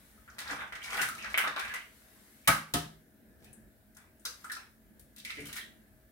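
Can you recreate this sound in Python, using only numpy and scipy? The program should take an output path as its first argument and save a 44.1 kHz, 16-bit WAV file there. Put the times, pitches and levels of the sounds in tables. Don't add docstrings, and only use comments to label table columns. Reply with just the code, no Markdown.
import sys
import numpy as np
from scipy import signal
from scipy.fft import rfft, irfft
from scipy.io import wavfile
from scipy.ndimage import uniform_filter1d

SR = 44100
rng = np.random.default_rng(int(sys.argv[2]) if len(sys.argv) > 2 else 0)


def unload_audio(sound):
    columns = np.transpose(np.atleast_2d(sound))
    steps = np.round(np.clip(columns, -1, 1) * 32767)
    wavfile.write(sys.argv[1], SR, steps.astype(np.int16))


def elevation(decibels):
    levels = np.asarray(decibels, float)
    return 10 ** (levels / 20)


N = 269568

# frequency in Hz, level in dB.
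SHELL_RADIATION = [(1800, 0.5), (2550, -3.5), (3700, 0.5), (5400, 1.5), (7000, -1.5), (8800, 1),
                   (13000, -1.5), (14600, 2.5)]


def evened(x):
    return x / np.sqrt(np.mean(x ** 2) + 1e-20)


def read(points, hz):
    f, value = np.transpose(points)
    return np.interp(np.log(hz + 1), np.log(f + 1), value)


def add(mix, start_s, sound):
    part = mix[max(round(start_s * SR), 0):][:len(sound)]
    part += sound[:len(part)]


def shape(x, gain):
    n = x.shape[-1]
    return irfft(rfft(x) * gain(np.fft.rfftfreq(n, 1 / SR)), n)


def smoothed(x, width):
    return uniform_filter1d(uniform_filter1d(x, width), width)


def paired(z, hz):
    # frequency in Hz, left-right likeness from 0 to 1.
    likeness = [(60, 0.82), (130, 0.71), (290, 0.84), (640, 0.5), (1410, 0.02), (3100, 0.05), (6820, 0.01),
                (15000, 0.01)]
    same = np.clip(read(likeness, hz), -1, 1)[:, None]
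    return np.array([z[0], same * z[0] + np.sqrt(1 - same ** 2) * z[1]])


def ring(hz, t60_s):
    t = np.arange(8000) / SR
    return np.sin(2 * np.pi * hz * t) * elevation(-60 * t / max(t60_s, .002))


def small(x):
    return shape(x, lambda f: f ** 2 / (f ** 2 + 450 ** 2))


def lifted(steady_db, swells):
    t = np.arange(N) / SR
    power = elevation(2 * steady_db)
    for middle_s, half_s, db in swells:
        power = power + elevation(2 * db) * np.exp(-((t - middle_s) / half_s) ** 2)
    return np.sqrt(power)


def air():
    # frequency in Hz, density in dB per Hz.
    hum_spectrum = [(15, -28), (25, 7), (54, 3.5), (98, -8.5), (140, -1), (171, -22.5), (209, 8),
                    (245, -14.5), (288, -5), (505, -16), (642, -17), (1170, -38.5), (1710, -22.5),
                    (1930, -40.5), (3000, -54.5), (3900, -104), (6600, -120)]
    hiss_spectrum = [(1180, -7.5), (2000, -5.5), (2450, -13.5), (2950, -15), (3230, -15), (4600, -10.5),
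                     (6600, -10.5), (8250, -8.5), (15200, -5.5), (16200, -7), (16600, -31.5)]
    # frequency in Hz, level in dB.
    drones = [(220.7, -70.5), (269.2, -72), (635.2, -77.5)]
    # middle in seconds, half length in seconds, rumble in dB, rustle in dB.
    moves = [
        (0.02, 0.22, -93, -65),
        (0.515, 0.25, -56.5, -71),
        (1.01, 0.07, -66, -49.5),
        (1.3, 0.31, -56, -72),
        (2.147, 0.43, -81, -63.5),
        (2.846, 0.096, -58.5, -69),
        (3.47, 0.233, -56, -85),
        (4.457, 0.14, -71.5, -63),
        (4.98, 0.12, -63.5, -91),
        (5.503, 0.32, -58, -73),
    ]
    hum_db, hum_wander_db, hiss_db = -62, 0.5, -74.5

    frames, hz = N // 512 + 5, np.fft.rfftfreq(2048, 1 / SR)
    a, b, c, d, patches = rng.standard_normal((frames, 1025, 5)).T
    patches = evened(uniform_filter1d(uniform_filter1d(patches, 10, 0), 8, 1))
    z = paired([a + 1j * b, c + 1j * d], hz) * elevation(1.7 * patches)

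    middle_s, half_s, rumble_db, rustle_db = np.transpose(moves)
    wander = elevation(hum_wander_db * evened(smoothed(rng.standard_normal(N), 6000)))
    hum_level = wander * lifted(hum_db, zip(middle_s, half_s, rumble_db))
    hiss_level = lifted(hiss_db, zip(middle_s, half_s, rustle_db))
    out = 0
    for spectrum, level in (hum_spectrum, hum_level), (hiss_spectrum, hiss_level):
        layer = signal.istft(z * elevation(read(spectrum, hz))[:, None], nperseg=2048, noverlap=1536)[1][:, :N]
        out = out + level * evened(layer)

    for (line_hz, db), waver in zip(drones, rng.standard_normal((len(drones), 2, N))):
        drift, swell = evened(smoothed(waver, 3000))
        phase = 2 * np.pi * np.cumsum(line_hz + 3.27 * drift) / SR
        out = out + elevation(db + 2.0 + 2 * swell) * np.sin(phase)
    return out


def kitchen(x, count=3):
    # frequency in Hz, t60 in seconds.
    decay = [(100, 0.26), (260, 0.4), (700, 0.35), (1840, 0.35), (4850, 0.35), (12800, 0.27)]
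    first_s = .0015
    t, out = np.arange(SR) / SR, np.zeros((2, N))
    for k in range(count):
        chance = np.minimum(1500 + 2.0e5 * t, 9000) / SR
        taps = rng.choice([-1., 1.], (2, SR)) * (rng.random((2, SR)) < chance)
        onset = np.clip((t - first_s) / 0.00028, 0, 1)
        taps = taps * onset / np.sqrt(np.minimum(1500 + 178000.0 * t, 9000))
        hz, frame_s, z = signal.stft(taps, SR, nperseg=256)
        z = paired(z, hz) * elevation(-60 * frame_s / read(decay, hz)[:, None])
        tail = signal.istft(z, SR, nperseg=256)[1][:, :SR] * (t > first_s)
        tail = tail / np.linalg.norm(tail[0])
        turn = np.sqrt(2 / count) * np.cos(np.pi * (1.7 * np.arange(N) / SR + k / count))
        out += signal.fftconvolve((x * turn)[None], tail, axes=1)[:, :N]
    return out


def counter(x):
    t = np.arange(1500) / SR
    fading = elevation(-5 - 60 * t / .04) * (t > .0008)
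    echoes = rng.choice([-1., 1.], (2, 1500)) * (rng.random((2, 1500)) < 1400 / SR) * fading
    echoes[[0, 1], [0, 7]] = 1
    return signal.oaconvolve(x[None], echoes, axes=1)[:, :N]


def thud(db, contact_s, feet_db):
    # frequency in Hz, level in dB, t60 in seconds.
    housing_modes = [(157.7, -4, 0.81), (214.4, -9.5, 0.92), (287.8, 6, 0.37), (507.5, 0, 0.33),
                     (676, -9, 0.3), (725, -40, 0.33)]
    feet_modes = [(70, -14, 0.33), (128.6, -6.5, 0.41)]
    t = np.arange(SR // 2) / SR
    sound = 0
    for modes, lift_db in (housing_modes, 0), (feet_modes, feet_db):
        for hz, level_db, t60_s in modes:
            sound = sound + elevation(level_db + lift_db - 60 * t / (0.66 * t60_s)) * np.sin(2 * np.pi * hz * t)
    push = np.hanning(max(round(contact_s * SR), 5))
    sound = signal.oaconvolve(sound * (1 - np.exp(-t / 0.0033)), push)
    return elevation(db - 4.5) * sound / abs(sound).max()


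def machine():
    # start in seconds, housing ring in dB, contact in seconds, puff in dB, feet in dB.
    pushes = [
        (0.512, -35.5, 0.00083, -35.5, -14),
        (0.998, -38, 0.0026, -45, 0),
        (1.471, -38, 0.00067, -48, -6),
        (2.48, -23, 0.0041, -30, 2.5),
        (2.74, -22, 0.0041, -31, 0.7),
        (3.418, -54, 0.0029, -54, 0.5),
        (3.515, -56, 0.0035, -71, -2),
        (5.371, -39.5, 0.003, -45, 3),
        (5.417, -35, 0.0028, -48.5, -0.5),
    ]
    housing, puffs = np.zeros((2, N))
    for start_s, db, contact_s, puff_db, feet_db in pushes:
        add(housing, start_s - .002, thud(db, contact_s, feet_db))
        add(puffs, start_s, elevation(puff_db + 14) * ring(0.85 / max(contact_s, 5e-4), 3.0 * contact_s))
    return housing, puffs


def rubbing(length_s, clatter_db, grit_db, hz):
    t = np.arange(0, length_s, 1 / SR)
    pressure = elevation(np.interp(t / length_s, [0, 0.33, 1], [-15.5, 0, -14]))
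    sign, size, draw, shell = rng.random((len(t), 4)).T
    contacts = np.sign(sign - .5) * elevation(-5.0 * np.log(size + 0.021)) * (draw < 500 / SR)

    clatter, r = 0, np.exp(-np.pi * 650 / SR)
    sizes = (.66, 1.4), (.88, -.3), (1.08, -0.4), (1.4, -0.4), (.55, -9), (2.2, -10.5)
    for k, (ratio, db) in enumerate(sizes):
        turn = np.exp(2j * np.pi * ratio * hz * t)
        taps = contacts * (np.floor(4 * shell) == k % 4) / turn
        clatter = clatter + elevation(db) * (turn * signal.lfilter([1], [1, -2 * r, r * r], taps)).real

    def grit_gain(f):
        return elevation(read(SHELL_RADIATION, f)) / (1 + (3000 / (f + 1)) ** 4) / (1 + (f / 11000) ** 2)

    grit = shape(contacts, grit_gain)
    fade = pressure * signal.windows.tukey(len(t), .05)
    return fade * (elevation(clatter_db - 10.0) * evened(clatter) + elevation(grit_db - 8.5) * evened(grit))


def knock(db, hz, t60_s, slap_db):
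    sound = ring(hz, t60_s) + 0.13 * ring(1.1 * hz, 0.2 * t60_s)
    sound = sound + elevation(slap_db + 5.5) * ring(0.8 * hz, 0.0013)
    sound = sound * (1 - np.exp(-np.arange(len(sound)) / SR / 0.00032))
    return elevation(db - 3.5) * sound / abs(sound).max()


def knocking():
    # start in seconds, blow in dB, pitch in Hz, room in dB.
    slaps = [(0.385, -30, 1920, 2.5), (0.409, -35, 1700, 6), (0.498, -29.5, 1580, 10),
             (0.612, -38.5, 1440, 14), (.585, -38, 1590, 11), (.635, -40, 1490, 8.5),
             (0.724, -27.5, 1830, 2.5), (0.754, -35.5, 1860, 8), (0.925, -29, 1110, 6),
             (0.948, -25.5, 1990, 1), (0.975, -30, 1890, 13), (1.016, -20, 1980, 4.5),
             (1.254, -31.5, 1740, 6), (1.31, -35, 1600, 5), (1.344, -21, 2230, -0.5),
             (1.377, -12, 2020, 2.5), (1.416, -22, 2330, 0), (1.475, -15, 1700, -3),
             (1.565, -19.5, 1500, 1), (1.65, -29, 1700, 1), (1.739, -28, 1960, 7.5),
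             (2.476, -17, 2270, -1.5), (2.742, -24, 1220, 7), (3.455, -54.5, 2450, 3),
             (3.969, -46, 1690, 2), (4.447, -47.5, 1940, 7), (5.169, -52, 2630, 4.5),
             (5.561, -37.5, 2200, 7.5)]
    # start
    # in seconds, blow in dB, pitch in Hz, t60 in seconds.
    clinks = [(0.178, -53, 1270, 0.032), (0.279, -42.5, 1430, 0.0075), (.475, -38, 1450, .012),
              (0.522, -34, 1320, 0.018), (0.5674, -36, 1300, 0.009), (.8412, -45, 2160, 0.0093),
              (.8886, -46, 2160, 0.011), (.906, -41, 2470, 0.0066), (1.011, -39, 1800, 0.011),
              (1.2138, -42, 2600, 0.0087), (1.2442, -36, 1650, 0.015), (1.356, -35, 2140, .01),
              (1.347, -31, 1150, .006), (1.39, -26, 1150, .006), (.895, -38, 1050, .008),
              (.82, -46, 2900, .006), (1.364, -37, 1990, .01), (1.57, -27.5, 1140, 0.016),
              (1.76, -38.5, 2054, .015), (5.3, -45, 2670, .012), (5.386, -54, 2690, 0.015),
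              (5.56, -46, 1330, .03), (0.995, -21, 1530, 0.022), (1.029, -27, 1500, 0.009),
              (1.089, -27.5, 1325, 0.021), (1.151, -37, 1306, 0.026), (1.238, -33, 1490, 0.0045),
              (1.441, -21, 1210, 0.0077), (1.594, -29.5, 1150, 0.03), (1.619, -29.5, 1620, 0.025),
              (1.7, -33, 1710, 0.017), (.95, -33, 1250, .008), (.992, -32, 2700, .005),
              (1.19, -45, 2700, .008), (.86, -41, 1000, .008),
              (4.57, -50, 2500, .008), (5.372, -43, 1850, .012), (5.575, -44, 3900, .005),
              (5.61, -47, 3300, .006), (2.448, -55.5, 2320, 0.012), (2.4805, -14.5, 1300, 0.0067),
              (2.475, -22, 2200, .005), (2.494, -24, 1240, .025), (3.967, -57, 1500, 0.019),
              (4.2515, -36.5, 1350, 0.0055), (4.261, -52, 2680, 0.0027), (4.445, -33.5, 1326, 0.021),
              (4.4996, -31, 1723, 0.02), (4.507, -39, 1510, .03), (4.518, -37.5, 1400, 0.022),
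              (4.549, -46.5, 1610, .025), (5.251, -35.5, 2200, 0.011), (5.298, -35.5, 2110, 0.018),
              (5.307, -41, 2360, 0.013), (5.39, -43, 2300, 0.012), (5.573, -39, 1890, 0.011),
              (5.318, -44, 1817, 0.04), (5.382, -40, 2120, 0.012), (5.457, -51, 2990, 0.012),
              (5.534, -44, 1890, 0.015), (5.586, -37, 1865, 0.014)]
    # start in seconds, level in dB, frequency in Hz, t60 in seconds, room in dB.
    ringing_modes = [(4.259, -49, 3880, 0.062, -7), (4.264, -53, 489, 0.07, 1), (4.259, -61.5, 2370, 0.037, 0),
                     (4.5175, -48, 8300, 0.0089, 4), (4.5175, -50, 5300, 0.011, 9), (4.446, -56, 8300, .006, 7),
                     (4.566, -47.5, 1340, 0.11, -9), (2.48, -35, 674, 0.16, -9.5), (2.485, -37, 560, .05, 6),
                     (2.482, -30, 1157, .12, -6), (2.742, -39, 705, 0.3, -5), (2.744, -35, 400, .04, 5),
                     (2.484, -36, 880, 0.1, -5.5), (2.478, -39, 790, .04, -4.5), (2.74, -39.5, 3080, 0.0042, 5.5),
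                     (2.74, -43, 1650, 0.0058, 6), (2.477, -41, 2850, .03, -4), (2.485, -40, 2300, 0.11, -4.5),
                     (5.41, -48.5, 370, .15, -2), (2.482, -32.5, 1270, 0.17, -8), (1.343, -31.5, 2100, .018, -9),
                     (2.745, -43, 1300, 0.16, -3), (4.2536, -48, 4900, 0.025, -1), (4.2526, -48, 6200, 0.018, 6),
                     (4.2522, -46.5, 4870, 0.0099, 5), (4.518, -51, 4270, 0.0081, 7), (2.478, -31, 710, 0.008, 1.5),
                     (2.495, -28.5, 1600, 0.013, 1.5), (2.74, -37, 707, 0.02, 3), (5.385, -45, 436, 0.23, -1.5),
                     (5.303, -50.5, 1320, 0.043, -1),
                     (1.345, -42, 2800, .008, 0),
        (1.383, -35.5, 2970, .01, 2.5),
        (1.355, -45, 2900, .008, 0),
        (1.44, -48, 3700, .008, 5),
        (1.474, -44.5, 3650, 0.011, 4),
        (5.175, -62, 3800, .006, 9),
        (3.47, -70.5, 2500, 0.017, 7),
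        (2.8, -56, 1800, .03, -1),
        (2.752, -50, 3100, .02, 5),
        (2.742, -32.5, 563, 0.018, 1.5),
    ]
    # start in seconds, length in seconds, clatter in dB, grit in dB, pitch in Hz.
    strokes = [(0.203, 0.43, -58, -68.5, 1370), (0.401, 0.22, -40.5, -58, 1540),
               (0.519, 0.25, -54, -67, 1460), (0.76, 0.22, -43.5, -58, 1610), (0.451, 0.15, -43, -47, 1350),
               (0.561, 0.1, -38, -56.5, 1587), (0.823, 0.064, -48, -47.5, 2130),
               (0.89, 0.051, -41, -54, 2100), (1.208, 0.089, -40, -58.5, 1700),
               (0.86, 0.22, -36, -43.5, 1480), (1.094, 0.28, -48.5, -53, 1580),
               (1.256, 0.16, -68, -51.5, 1700), (1.519, 0.227, -36.5, -56, 1660),
               (1.601, 0.22, -45, -55, 2050), (3.38, 0.17, -74, -66.5, 2220),
               (3.952, .16, -61.5, -74, 1610), (4.441, 0.25, -53.5, -69, 1510),
               (5.197, 0.36, -54, -52.5, 2100), (5.401, 0.24, -50, -54.5, 1920)]
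    # frequency in Hz, level in dB, t60 in seconds.
    bowl_modes = [(525, -0.5, .03), (680, 0.5, .03), (860, -3.5, 0.021)]
    bowl_db, bowl_until_s = -65.5, 1.9

    straight, spread, rest = np.zeros((3, N))
    blows = [(s, db, hz, 0.017, 19, room_db) for s, db, hz, room_db in slaps]
    for s, db, hz, t60_s in clinks:
        room_db = 2.5 - 3.5 * np.log2(t60_s / 0.011)
        blows.append((s, db, hz, t60_s, -19, room_db))
    for start_s, *blow, room_db in blows:
        add(straight, start_s - .001, knock(*blow))
        add(spread, start_s - .001, elevation(room_db + 1.5) * knock(*blow))
    for start_s, db, hz, t60_s, room_db in ringing_modes:
        add(straight, start_s, elevation(db + 9.0) * ring(hz, t60_s))
        add(spread, start_s, elevation(db + 4.5 + room_db) * ring(hz, t60_s))
    for start_s, *stroke in strokes:
        add(rest, start_s, rubbing(*stroke))

    body = sum(elevation(db) * ring(hz, t60_s) for hz, db, t60_s in bowl_modes)
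    drive = (straight + rest) * (np.arange(N) < bowl_until_s * SR)
    bowl = elevation(bowl_db) * evened(signal.oaconvolve(drive, body)[:N])
    return small(np.array([elevation(-1) * straight + rest + bowl, spread + rest + bowl]))


def snap(db, hz, octaves, flat, noise):
    t = np.arange(len(noise)) / SR
    parts = np.array([t == 0, 0.12 * noise * abs(noise) * np.exp(-t / 0.0028)])
    parts = np.roll(parts, 256, axis=1)

    def crack_gain(f):
        peak = np.exp(-.5 * (np.log2((f + 1) / hz) / max(octaves, .1)) ** 2)
        return elevation(read(SHELL_RADIATION, f)) * (abs(flat) * f / (f + 1500) + peak)

    click, splinters = shape(parts, crack_gain)
    return elevation(db + 5.5) * np.array([click + splinters, click]) / abs(click).max()


def cracking():
    # start in seconds, snap in dB, brightest frequency in Hz, breadth from 0 to about 1.
    shards = [(0.3002, -49, 5770, 0.1), (0.384, -32.5, 6050, 0.6), (0.3895, -24.5, 3800, 0.77),
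              (.345, -58, 5500, .1), (.401, -29.5, 6000, .6), (.415, -33, 4500, 0.4),
              (0.4768, -33, 4160, 0.26), (.51, -32.5, 5950, 0.2), (.675, -52, 6000, .15),
              (.829, -36, 6500, 0.5), (.846, -33, 5260, 0.4), (.858, -36, 5500, .3), (.905, -34, 6000, 0.2),
              (1.011, -26, 9000, .3), (1.021, -23, 9490, .5), (1.032, -31, 8000, 0.5),
              (1.225, -40, 5500, 0.06), (1.245, -38, 5300, 0.2), (1.26, -43, 4500, .2),
              (1.33, -38, 7000, .5), (1.381, -19, 12500, 0.7), (1.58, -38, 9200, 0.5),
              (1.651, -37, 8000, .5), (1.477, -28.5, 4930, 0.35), (1.7432, -29.5, 9000, 0.4),
              (1.757, -38, 6000, 0.2), (0.7243, -38, 5990, .4), (0.7532, -35, 5470, 0.4),
              (0.8367, -34, 5796, 0.3), (0.9702, -24, 3673, 1), (1.0161, -13.5, 8090, 0.48),
              (1.0869, -21.5, 11560, 1), (1.1508, -32.5, 4680, 1), (1.3763, -13.5, 11600, 0.24),
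              (1.3902, -31, 5640, 0.08), (1.5628, -29.5, 3310, 0.22), (1.5943, -23.5, 3930, 0.66),
              (1.6801, -37, 3814, 0.9), (1.7389, -29, 5660, 1)]
    cracks = [(2.4758, -3.5, 7750, 0.95), (2.4816, -12, 11700, 0.09), (2.738, -9.5, 5450, 1.1),
              (3.4441, -40, 11670, 0.8), (3.53, -41.5, 9160, 0.05), (3.948, -46, 9040, 0.45),
              (3.969, -39, 8500, 0.3), (4.1962, -49.5, 8660, 0.13), (4.2528, -25.5, 5350, 0.13),
              (4.2528, -23, 11400, 0.25), (4.4445, -36, 8500, 0.27), (4.498, -38, 3830, 0.8),
              (4.518, -23, 9000, 0.7), (4.5503, -35.5, 5230, 0.16), (4.995, -35.5, 13100, 0.38),
              (5.1624, -34.5, 12760, 0.9), (5.1822, -31.5, 9120, 0.9), (5.2, -38.5, 3500, 0.4),
              (5.2496, -27, 5400, 0.57), (5.3036, -30, 3240, 0.33), (5.4554, -29.5, 9100, 1),
              (5.469, -28.5, 10400, 0.4), (5.5282, -24, 7060, 0.9), (5.5564, -30, 9100, 0.54),
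              (5.565, -24, 9000, 0.9), (5.5745, -25, 12000, 1), (5.587, -38, 9000, 0.9),
              (5.405, -39.5, 9000, 0.16), (4.4405, -44, 7000, 0.7)]
    straight, spread = np.zeros((2, N))
    snaps = shards + cracks
    for (start_s, db, hz, breadth), noise in zip(snaps, rng.standard_normal((len(snaps), 4096))):
        noise = noise * (np.arange(4096) < 3500)
        whole, click = snap(db, hz, 0.21 + breadth, breadth, noise)
        add(straight, start_s - 256 / SR, elevation(-8.5) * whole)
        add(spread, start_s - 256 / SR, elevation(-0.5) * click)
    return small(small(np.array([straight, spread])))


def scene():
    housing, puffs = machine()
    knocks, knocks_far = knocking()
    snaps, snaps_far = cracking()
    room = kitchen(knocks_far + puffs) + kitchen(snaps_far)
    shells = counter(knocks) + counter(snaps) + elevation(3) * room
    return shells + housing + air()


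def roll_off(x):
    return signal.sosfilt(signal.butter(12, 16820, fs=SR, output="sos"), x)


def record(dry):
    # frequency in Hz, level in dB.
    colour = [(20, -19.5), (45, 0), (300, -4), (1000, 0.5), (3000, 7.5), (3800, 7), (4600, 2.5),
              (6000, 1.5), (9000, -1), (11000, 1.5), (16000, -4)]
    # frequency in Hz, left minus right in dB.
    port_difference = [(60, -1), (99, 5.5), (160, 0), (270, 1), (450, 1.5), (740, 2), (1220, -1),
                       (2010, -0.5), (3330, -3), (5500, 2), (9080, 12), (15000, 0)]
    side = np.array([[.5], [-.5]])

    def port_gain(f):
        return elevation(read(colour, f) + side * read(port_difference, f)) * f ** 4 / (f ** 4 + 42 ** 4)

    def band_limit(f):
        return elevation(np.interp(f, 15800 + np.array([0, 200, 850, 900]), [0, -22, -30, -120]))

    ports = shape(dry, port_gain)
    self_noise = shape(rng.standard_normal((2, N)), lambda f: 1 / (1 + (11000 / (f + 1)) ** 6))
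    return roll_off(shape(ports + elevation(-66.0) * self_noise, band_limit))


dry = scene()
out = record(dry)
unload_audio(out)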